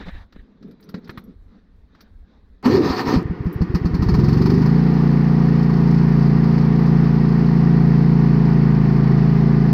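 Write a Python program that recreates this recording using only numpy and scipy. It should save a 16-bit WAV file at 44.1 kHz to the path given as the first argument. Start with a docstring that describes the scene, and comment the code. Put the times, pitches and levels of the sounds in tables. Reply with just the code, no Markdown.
"""First you hear a driver settle on a lawn tractor: the seat creaks, the pedal clunks, keys jingle.
Then the starter grinds, and the single cylinder catches, speeds up and runs at a steady pace.
Each engine cycle gives a puff of exhaust, a knock and a gulp of air; at speed the strokes merge into
a drone, while the tin hood rattles and the cooling fan hisses. It is all heard from the seat,
through a closed camera housing that a light wind buffets."""
import sys
import numpy as np
from scipy import signal
from scipy.fft import rfft, irfft, next_fast_len
from scipy.io import wavfile
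from scipy.ndimage import uniform_filter1d, map_coordinates

SR = 44100
rng = np.random.default_rng(int(sys.argv[2]) if len(sys.argv) > 2 else 0)


def log_audio(samples):
    """Write samples as a 16-bit WAV file to the path given in sys.argv[1]."""
    # one column per channel
    frames = np.atleast_2d(samples).T
    # limit to full scale, then quantise
    limited = np.clip(frames, -1, 1)
    pcm = np.round(limited * 32767).astype(np.int16)
    wavfile.write(sys.argv[1], SR, pcm)


N = 429093
TIME = np.arange(N) / SR
STEADY_RATE = 28.3  # engine cycles a second, held by the governor (the speed regulator)


# The first slow firings (time [s], exhaust [dB], knock [dB], air gulp compared with exhaust [dB])
FIRINGS = [(3.165, 2, -45, -9.5), (3.302, -3.5, -63, -4.5), (3.46, -1, -53.5, -6), (3.612, 3, -42.5, -10),
           (3.745, 2.5, -34.5, -9.5), (3.851, 2, -40.5, -11), (3.94, 0.5, -40, -2.5), (4.02, 2, -37.5, -4),
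           (4.084, 2.5, -36.5, -2.5), (4.138, 3, -36, -11)]
# How fast the engine runs after them (time [s], rate [cycles/s])
ENGINE_SPEED = [(4.14, 19.7), (4.29, 22.3), (4.61, 25.5), (4.68, 27.7), (4.75, 29.2), (5.07, 29.1),
                (5.55, 28.6), (6.21, 28.3), (8.1, 28.3), (8.5, 27.8), (8.87, 27.2), (9.17, 27.2),
                (9.48, 27.8), (9.73, 27.7)]
def engine():
    """One cylinder fires once a cycle; its speed steers the drone, the knock and the rattle."""
    first_times = np.transpose(FIRINGS)[0]
    first_rates = list(zip(first_times[:-1], 1 / np.diff(first_times)))
    rate = curves(first_rates + ENGINE_SPEED)[0]
    settled = np.clip((rate - 25.5) / 0.83, 0, 1)  # 0 while working hard, 1 near full speed
    cycles = np.cumsum(rate * (TIME > first_times[-1])) / SR
    fire_samples = np.flatnonzero(np.diff(np.floor(cycles)))
    fire_times = np.concatenate([first_times, TIME[fire_samples]])
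    metal = knock(fire_times, fire_samples, rate, settled) + rattle(fire_times, rate, settled)
    return drone(cycles, settled) + first_strokes() + metal


# The drone's tones while the engine works hard (multiple of the cycle rate, level [dB])
WORKING_TONES = [(1, -23), (2, -8), (3, -5), (4, -11), (5, 0.5), (6, 2), (7, 3), (8, -1), (9, -10),
                 (10, -1.5), (11, -7.5), (12, -16), (13, -26), (14, -21), (15, -15), (16, -8), (17, -18),
                 (18, -28.5), (19, -28.5), (20, -29), (21, -33), (22, -37), (23, -36), (24, -49),
                 (25, -38.5), (26, -43), (27, -43), (28, -43.5), (29, -39), (30, -39.5), (31, -38),
                 (32, -36), (33, -35), (34, -26.5)]
# The same tones at the steady pace (multiple of the cycle rate, level [dB])
STEADY_TONES = [(1, -24), (2, -13), (3, -19), (4, -20), (5, 0), (6, 0), (7, -7), (8, -4), (9, -17),
                (10, -14), (11, -20), (12, -22), (13, -20), (14, -19), (15, -21), (16, -26), (17, -25),
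                (18, -33), (19, -37), (20, -40), (21, -42), (22, -39), (23, -42), (24, -31), (25, -32),
                (26, -29), (27, -39), (28, -34), (29, -31), (30, -33), (31, -38), (32, -37), (33, -33),
                (34, -34)]
# Muffler and low exhaust pipe ringing, which delays each tone (pitch [Hz], width [Hz], level [dB])
PIPE_RINGS = [(177, 40, 0), (45, 30, -6)]
def drone(cycles, settled):
    """Fast puffs and gulps merge into tones at whole multiples of the cycle rate."""
    gulp = .45 + .45 * settled  # the intake grows against the exhaust as the work eases
    slip = 0.0051 * wobble(34)  # strokes never repeat exactly
    tones, power = np.zeros(N), np.zeros(N)
    for (multiple, working_db), (_, steady_db) in zip(WORKING_TONES, STEADY_TONES):
        size = amp(working_db + settled * (steady_db - working_db))
        puff_and_gulp = 1 + gulp * np.exp(-2j * np.pi * multiple * .613)  # gulp 0.613 of a cycle later
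        phase = np.angle(puff_and_gulp * resonances(PIPE_RINGS, multiple * STEADY_RATE))
        phase += (multiple > 10) * rng.uniform(0, 2 * np.pi)  # hood and ground scatter short waves
        jitter = multiple * (slip + 0.0046 * wobble(25))
        tones += size * amp(0.88 * wobble(5.9)) * np.cos(2 * np.pi * multiple * cycles + phase + jitter)
        power += size ** 2 / 2
    fade_in = np.clip((TIME - 4.15) / 0.024, 0, 1)
    level_db = -13.5 + 0.1 * TIME
    return amp(level_db) * fade_in * tones / np.sqrt(power)


# How the gas in the exhaust pipe, the muffler and the air box ring (pitch [Hz], width [Hz], level [dB])
EXHAUST_RINGS = [(63.4, 37, -2.5)]
MUFFLER_RINGS = [(172.7, 22.8, 0), (263, 155, -17), (374, 45, -22)]
AIRBOX_RINGS = [(74.4, 50, -5), (146, 38, -3)]
def first_strokes():
    """Slow strokes come one by one: a low push, the muffler's ring just after it, then a gulp of air."""
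    def through_valve(times, levels_db, rings):
        """A valve takes a millisecond to open, which softens each pulse."""
        return filtered(pulses(times, levels_db), lambda f: resonances(rings, f) / (1 + 1j * f / 300) ** 2)

    times, exhaust_db, _, gulp_db = np.transpose(FIRINGS)
    push = through_valve(times - .004, exhaust_db + 41.5, EXHAUST_RINGS)
    ring = through_valve(times + .0052, exhaust_db + 44, MUFFLER_RINGS)
    gulp_times = times[:-1] + .635 * np.diff(times)  # part of the way to the next firing
    gulps = through_valve(gulp_times, (exhaust_db + gulp_db)[:-1] + 44.5, AIRBOX_RINGS)
    return push + ring + gulps


# How the engine block and starter case ring (pitch [Hz], width [Hz], level [dB])
BLOCK_RINGS = [(476, 24, -2), (744, 29, 3), (964, 100, 1), (1243, 130, -1.5), (1540, 380, -13),
               (1808, 100, -3.5), (2450, 860, -15.5)]
# How the cylinder head and its fins ring (pitch [Hz], width [Hz], level [dB])
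HEAD_RINGS = [(4380, 180, 1.5), (5100, 690, -4)]
# The hiss that gets through the housing, for every hissy sound here (pitch [Hz], level [dB])
HISS_COLOUR = [(2000, -34.5), (2900, -10.5), (3500, -7.5), (4400, 2), (5200, -1.5), (6300, -14.5),
               (7500, -26), (9000, -29), (10600, -40), (12200, -19.5), (14000, -24.5), (15700, -29)]
def knock(fire_times, fire_samples, rate, settled):
    """Each firing hammers the engine's metal, more gently once it is up to speed."""
    speed_drop_db = np.interp(rate, (27.6, 29), (0, 11.5))
    seconds_settled = np.cumsum(settled) / SR
    running_db = -40 - speed_drop_db - 3 * seconds_settled
    later_db = running_db[fire_samples] + 3.2 * rng.standard_normal(len(fire_samples))
    levels_db = np.concatenate([np.transpose(FIRINGS)[2], later_db])
    hits = bursts(fire_times + .001, levels_db, fade_s=0.091, rise_s=0.005)
    sizzle = amp(-4.5) * unit(np.gradient(noise(HISS_COLOUR, patchy_db=1.2)))
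    return hits * (sizzle + amp(-5) * ringing(HEAD_RINGS) + amp(6) * ringing(BLOCK_RINGS))


# Loudness of tin, chassis and fan (base level [dB], rise per doubled speed [dB], hard-work extra [dB])
RATTLE_LEVELS = [(-37, 2.5, -1), (-31, 5, 9), (-51, 7.5, 4.5)]
# The noise of the tin hood and deck, and the chassis rumble (pitch [Hz], level [dB])
TIN_COLOUR = [(310, -36), (520, -0.5), (592, -14), (716, -1.5), (778, -4.5), (955, -1.5), (1210, -1.5),
              (1330, -9), (1460, -5), (1570, -9), (1880, -8), (2190, -12), (3200, -22.5), (4160, -32),
              (7040, -120)]
CHASSIS_COLOUR = [(20, -24), (60, -8), (110, -9), (180, -1), (260, -1), (340, 0), (430, -4), (510, -18),
                  (600, -32), (800, -80)]
# How one buzzing hood panel rings (pitch [Hz], width [Hz], level [dB])
PANEL_RINGS = [(1863, 130, 0)]
def rattle(fire_times, rate, settled):
    """Each firing shakes the tin; the chassis rumbles and the fan hisses, all following the speed."""
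    tin_db, chassis_db, fan_db = [db + speed_db * np.log2(rate / STEADY_RATE) + work_db * (1 - settled)
                                  for db, speed_db, work_db in RATTLE_LEVELS]
    shake = 1.21 + bursts(fire_times, np.full(len(fire_times), -6), fade_s=0.0098, rise_s=0.0017)
    tin = amp(tin_db - 1.5 + 0.57 * wobble(1.1)) * noise(TIN_COLOUR, patchy_db=0.5)
    panel = amp(tin_db - 13) * ringing(PANEL_RINGS)
    chassis = amp(chassis_db) * noise(CHASSIS_COLOUR, patchy_db=0)
    fan = amp(fan_db + 0.56 * wobble(10) + 0.6 * wobble(1.5)) * noise(HISS_COLOUR, patchy_db=0.4)
    return (TIME > fire_times[0]) * (shake * (tin + panel) + chassis + fan)


# The starter turning the engine (time [s], rate of teeth meeting [Hz], grind [dB], gear [dB])
CRANKING = [(2.628, 234, -41.5, -42), (2.66, 250.5, -18, -18), (2.694, 268.5, -26, -14),
            (2.755, 401.2, -21, -13.5), (2.81, 331.4, -31, -15), (2.86, 285.8, -23.5, -19.5),
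            (2.91, 252, -22.5, -18), (2.95, 259.4, -25.5, -29), (3.008, 258.5, -20.5, -23),
            (3.048, 264, -30.5, -26.5), (3.08, 276.4, -21, -18.5), (3.15, 290, -23, -20),
            (3.23, 252.7, -39.5, -29.5)]
# How the tractor's frame rings (pitch [Hz], width [Hz], level [dB])
FRAME_RINGS = [(148, 250, -2.5), (234, 130, 2.5), (406, 170, -2.5)]
# Solenoid click, gear jolts and compression thumps (time [s], level [dB], pitch [Hz], fade time [s])
STARTING_HITS = [(2.638, -25, 850, .04), (2.658, -1, 243, 0.069), (2.678, -1, 242, 0.058),
                 (2.901, -15, 71.2, 0.064), (3.081, -14.5, 69.6, 0.04), (3.136, -5, 257, 0.12)]
def starter():
    """The solenoid (a magnetic switch) clicks, the gear jolts and grinds on the flywheel,
    and the piston's compression gives low thumps."""
    _, grind_db, gear_db = curves(CRANKING, outside=-120)
    tooth_hz = curves(CRANKING)[0] * (1 + .035 * wobble(60))
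    teeth = np.sin(2 * np.pi * np.cumsum(tooth_hz) / SR)
    whine = amp(gear_db - 5 + 2.8 * wobble(50)) * teeth
    bite = 1 + 0.41 * teeth + 0.095 * wobble(70)  # each tooth shakes the metal
    grind = amp(grind_db - 4.5) * ringing(BLOCK_RINGS)
    brush_db = -37 + 1.3 * (grind_db + 23.5)  # the motor's sliding contacts hiss with the grind
    brushes = amp(brush_db) * noise(HISS_COLOUR, patchy_db=-3)
    frame = amp(gear_db - 1) * ringing(FRAME_RINGS)
    hits, t = np.zeros(N), TIME[:SR // 10]
    for start, db, hz, fade_s in STARTING_HITS:
        loudness = amp(db - 60 * t / fade_s) * (1 - np.exp(-t / 0.0022))
        hits[round(start * SR):][:len(t)] += loudness * np.sin(2 * np.pi * hz * t)
    return whine + bite * (grind + brushes) + frame + hits


# Bumps on pedal and seat (time [s], level [dB], extra for the thud [dB], extra for the tick [dB])
BUMPS = [(0.01, -39, -6, -22), (0.084, -36.5, 2, -21), (0.143, -44.5, -8, -21), (0.324, -48.5, -5, 0),
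         (0.361, -49, 22.5, -30), (0.394, -57, 3, -25), (0.572, -66, 3, -18), (0.626, -53, 17, 2),
         (0.71, -55.5, 16, 0), (0.799, -55, 2, -14), (0.826, -54.5, 6, 6.5), (0.889, -45.5, -17, 3.5),
         (0.942, -34.5, 21, -5), (1.044, -56.5, -3, 9.5), (1.074, -45, -5, -7), (1.093, -30, 0, -11.5),
         (1.174, -32, -12, -13.5), (1.948, -51, -13, -5.5), (2.006, -47, -11, 6)]
# The pedal's clack (pitch [Hz], level [dB])
PEDAL_COLOUR = [(350, 7.5), (600, -9), (794, -11), (1270, 2.5), (1560, -2.5), (1920, -3.5), (2560, -11),
                (3200, -13), (4160, -10), (7040, -120)]
# How the seat rings (pitch [Hz], width [Hz], level [dB])
SEAT_RINGS = [(188, 53.4, 8), (282, 100, 1.5), (422, 110, -2)]
def clunks():
    """Each bump gives a clack from the pedal, a bright tick and a dull thud from the seat."""
    times, db, thud_db, tick_db = np.transpose(BUMPS)
    clack = bursts(times, db + 0.5, fade_s=0.057, rise_s=0.0016) * noise(PEDAL_COLOUR, patchy_db=1.2)
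    tick = bursts(times, db + tick_db - 10, fade_s=0.072, rise_s=0.0014) * noise(HISS_COLOUR, 1.2)
    blows = pulses(times, db + thud_db + 29.5)
    thud = filtered(blows, lambda f: resonances(SEAT_RINGS, f) / (1 + 1j * f / 600))
    return clack + tick + thud


# The driver's movements (start [s], length [s], seat creak [dB], cloth [dB])
MOVEMENTS = [(-0.06, 0.11, -39.5, -44.5), (0.05, 0.061, -37.5, -43), (0.1, .16, -61, -55.5),
             (0.33, .3, -55.5, -77.5), (0.6, .16, -40.5, -69), (0.75, 0.33, -46.5, -68),
             (0.945, 0.054, -31, -58.5), (1.0, 0.26, -44, -60), (1.23, 0.12, -44, -70.5),
             (1.47, 0.15, -56.5, -69.5), (1.9, 0.21, -63, -66.5), (2.25, 0.17, -66, -70.5)]
# The rustle of clothes (pitch [Hz], level [dB])
CLOTH_COLOUR = [(300, -41), (500, -2.5), (900, -4), (1800, -7.5), (2950, -19.5), (3850, -11.5), (6300, -30),
                (10500, -56), (12400, -44.5), (15700, -51.5)]
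def shifting_driver():
    """The seat creaks and clothes rub as the driver moves."""
    creak, cloth = swells(MOVEMENTS, rest_db=[-60, -70.5])
    return creak * ringing(SEAT_RINGS) + cloth * noise(CLOTH_COLOUR, patchy_db=2)


# Jingles of the key ring (time [s], level [dB])
JINGLES = [(0.679, -69), (0.7107, -61), (0.8057, -53.5), (0.839, -55.5), (0.8919, -48), (0.9437, -63),
           (0.9854, -65.5), (1.0789, -55), (1.1009, -46.5), (1.175, -46), (1.1914, -53), (1.2385, -55.5),
           (2.009, -54), (3.444, -64), (3.5262, -43), (3.538, -44)]
# The notes of the brass keys (pitch [Hz], level [dB], fade time [s])
KEY_NOTES = [(4086, -16, 0.077), (5830, -13, 0.08), (8726, -20, .05), (10960, -12, .04),
             (12190, -17, 0.071), (12510, 0, 0.055), (15060, -8, .07)]
def keys():
    """Each jingle rings the keys at new strengths and slightly new pitches, with a short scratch."""
    out, t = np.zeros(N), TIME[:SR // 5]
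    for start, db in JINGLES:
        ring = np.zeros(len(t))
        for hz, note_db, fade_s in KEY_NOTES:
            loudness = amp(note_db + rng.normal(0, 5.1) - 60 * t / fade_s)
            ring += loudness * np.sin(2 * np.pi * hz * rng.normal(1, 0.0077) * t)
        scratch = .6 * amp(-60 * t / .045) * np.diff(rng.standard_normal(len(t) + 1))
        out[round(start * SR):][:len(t)] += amp(db - 5) * (ring + scratch) * (1 - np.exp(-t / .002))
    return out


# Short drags across plastic (start [s], length [s], level [dB])
DRAGS = [(-0.03, 0.21, -50), (0.12, 0.13, -56), (0.34, 0.086, -61.5)]
# How the plastic rings (pitch [Hz], width [Hz], level [dB])
PLASTIC_RINGS = [(1770, 200, 2.5), (3880, 330, -9)]
def scrapes():
    """Something drags unevenly over hard plastic and makes it ring."""
    return swells(DRAGS, rest_db=[-90])[0] * amp(3 * wobble(40)) * ringing(PLASTIC_RINGS)


# Puffs of wind (start [s], length [s], level [dB])
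WIND_GUSTS = [(-0.03, 0.32, -36), (0.33, .12, -43.5), (1.22, 0.32, -49.5), (1.56, 0.37, -49),
              (2.04, .22, -45.5), (2.36, 0.29, -50.5)]
# The wind's low rumble (pitch [Hz], level [dB])
WIND_COLOUR = [(15, -13), (35, -6), (70, -11), (110, -20), (170, -73.5)]
def wind():
    """Light wind buffets the housing with a fluttering rumble."""
    gusts = swells(WIND_GUSTS, rest_db=[-59.5])[0]
    return gusts * amp(2.5 * wobble(13)) * noise(WIND_COLOUR, patchy_db=1.5)


def amp(db):
    """Turn decibels into a number to multiply by."""
    return 10 ** (np.asarray(db) / 20)


def unit(x):
    """Scale a sound to an average strength (rms) of 1."""
    return x / np.sqrt(np.mean(x ** 2) + 1e-20)


def curves(rows, outside=None):
    """Join a table's points with straight lines: one curve for each column after the time."""
    times, *columns = np.transpose(rows)
    return [np.interp(TIME, times, column, outside, outside) for column in columns]


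def wobble(rate):
    """A smooth curve through `rate` random values a second."""
    return map_coordinates(rng.standard_normal(int(N * rate / SR) + 4), [TIME * rate])


def filtered(x, response):
    """Strengthen, weaken and delay each pitch in x as the function `response` says."""
    size = next_fast_len(N + SR // 2)
    return irfft(rfft(x, size) * response(np.fft.rfftfreq(size, 1 / SR)), size)[..., :N]


def resonances(rings, f):
    """How a body that rings at a few pitches responds at frequency f."""
    return sum((-1) ** k * amp(db) * 1j * f * width / (hz * hz - f * f + 1j * f * width)
               for k, (hz, width, db) in enumerate(rings))


def ringing(rings):
    """Noise of strength 1 through a ringing body, with pitches far below or above it cut away."""
    low_hz, high_hz = 0.53 * rings[0][0], 1.29 * rings[-1][0]
    edges = lambda f: f ** 4 / (f ** 4 + low_hz ** 4) / (1 + (f / high_hz) ** 6)
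    return unit(filtered(rng.standard_normal(N), lambda f: resonances(rings, f) * edges(f)))


def noise(colour, patchy_db):
    """Noise of strength 1 with a colour (its balance of low and high) and random louder patches."""
    spectrum = signal.stft(rng.standard_normal(N + 512), nperseg=512)[2]
    patches = uniform_filter1d(uniform_filter1d(rng.standard_normal(spectrum.shape), 4, 0), 8, 1)
    white = signal.istft(spectrum * amp(patchy_db * unit(patches)), nperseg=512)[1][:N]
    hz, db = np.transpose(colour)
    return unit(filtered(white, lambda f: amp(np.interp(np.log(f + 1), np.log(hz + 1), db))))


def pulses(times, levels_db):
    """One click at each time."""
    samples = np.round(np.asarray(times) * SR).astype(int)
    return np.bincount(samples, amp(levels_db), N + SR)[:N]


def bursts(times, levels_db, fade_s, rise_s):
    """A loudness curve that jumps at each time, then falls 60 dB in the fade time."""
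    t = TIME[:SR // 5]
    shape = amp(-60 * t / fade_s) * (1 - np.exp(-t / rise_s))
    return signal.fftconvolve(pulses(times, levels_db), shape / shape.max())[:N]


def swells(rows, rest_db):
    """A loudness curve for each level column: a resting level plus one rounded swell a row."""
    start, length, *columns = np.transpose(rows)
    progress = np.clip((TIME - start[:, None]) / length[:, None], 0, 1)
    return [amp(rest) + amp(db) @ np.sin(np.pi * progress) for db, rest in zip(columns, rest_db)]


def scene():
    """Everything reaches one microphone."""
    return (engine() + starter() + clunks() + shifting_driver() + keys() + scrapes() + wind())[None]


def record(dry):
    """The camera rounds off the loudest peaks and drops the very highest pitches."""
    ceiling, top_hz = .8, 15800
    rounded = dry / (1 + np.abs(dry / ceiling) ** 6) ** (1 / 6)
    return filtered(rounded, lambda hz: hz < top_hz)


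dry = scene()
out = record(dry)
log_audio(out)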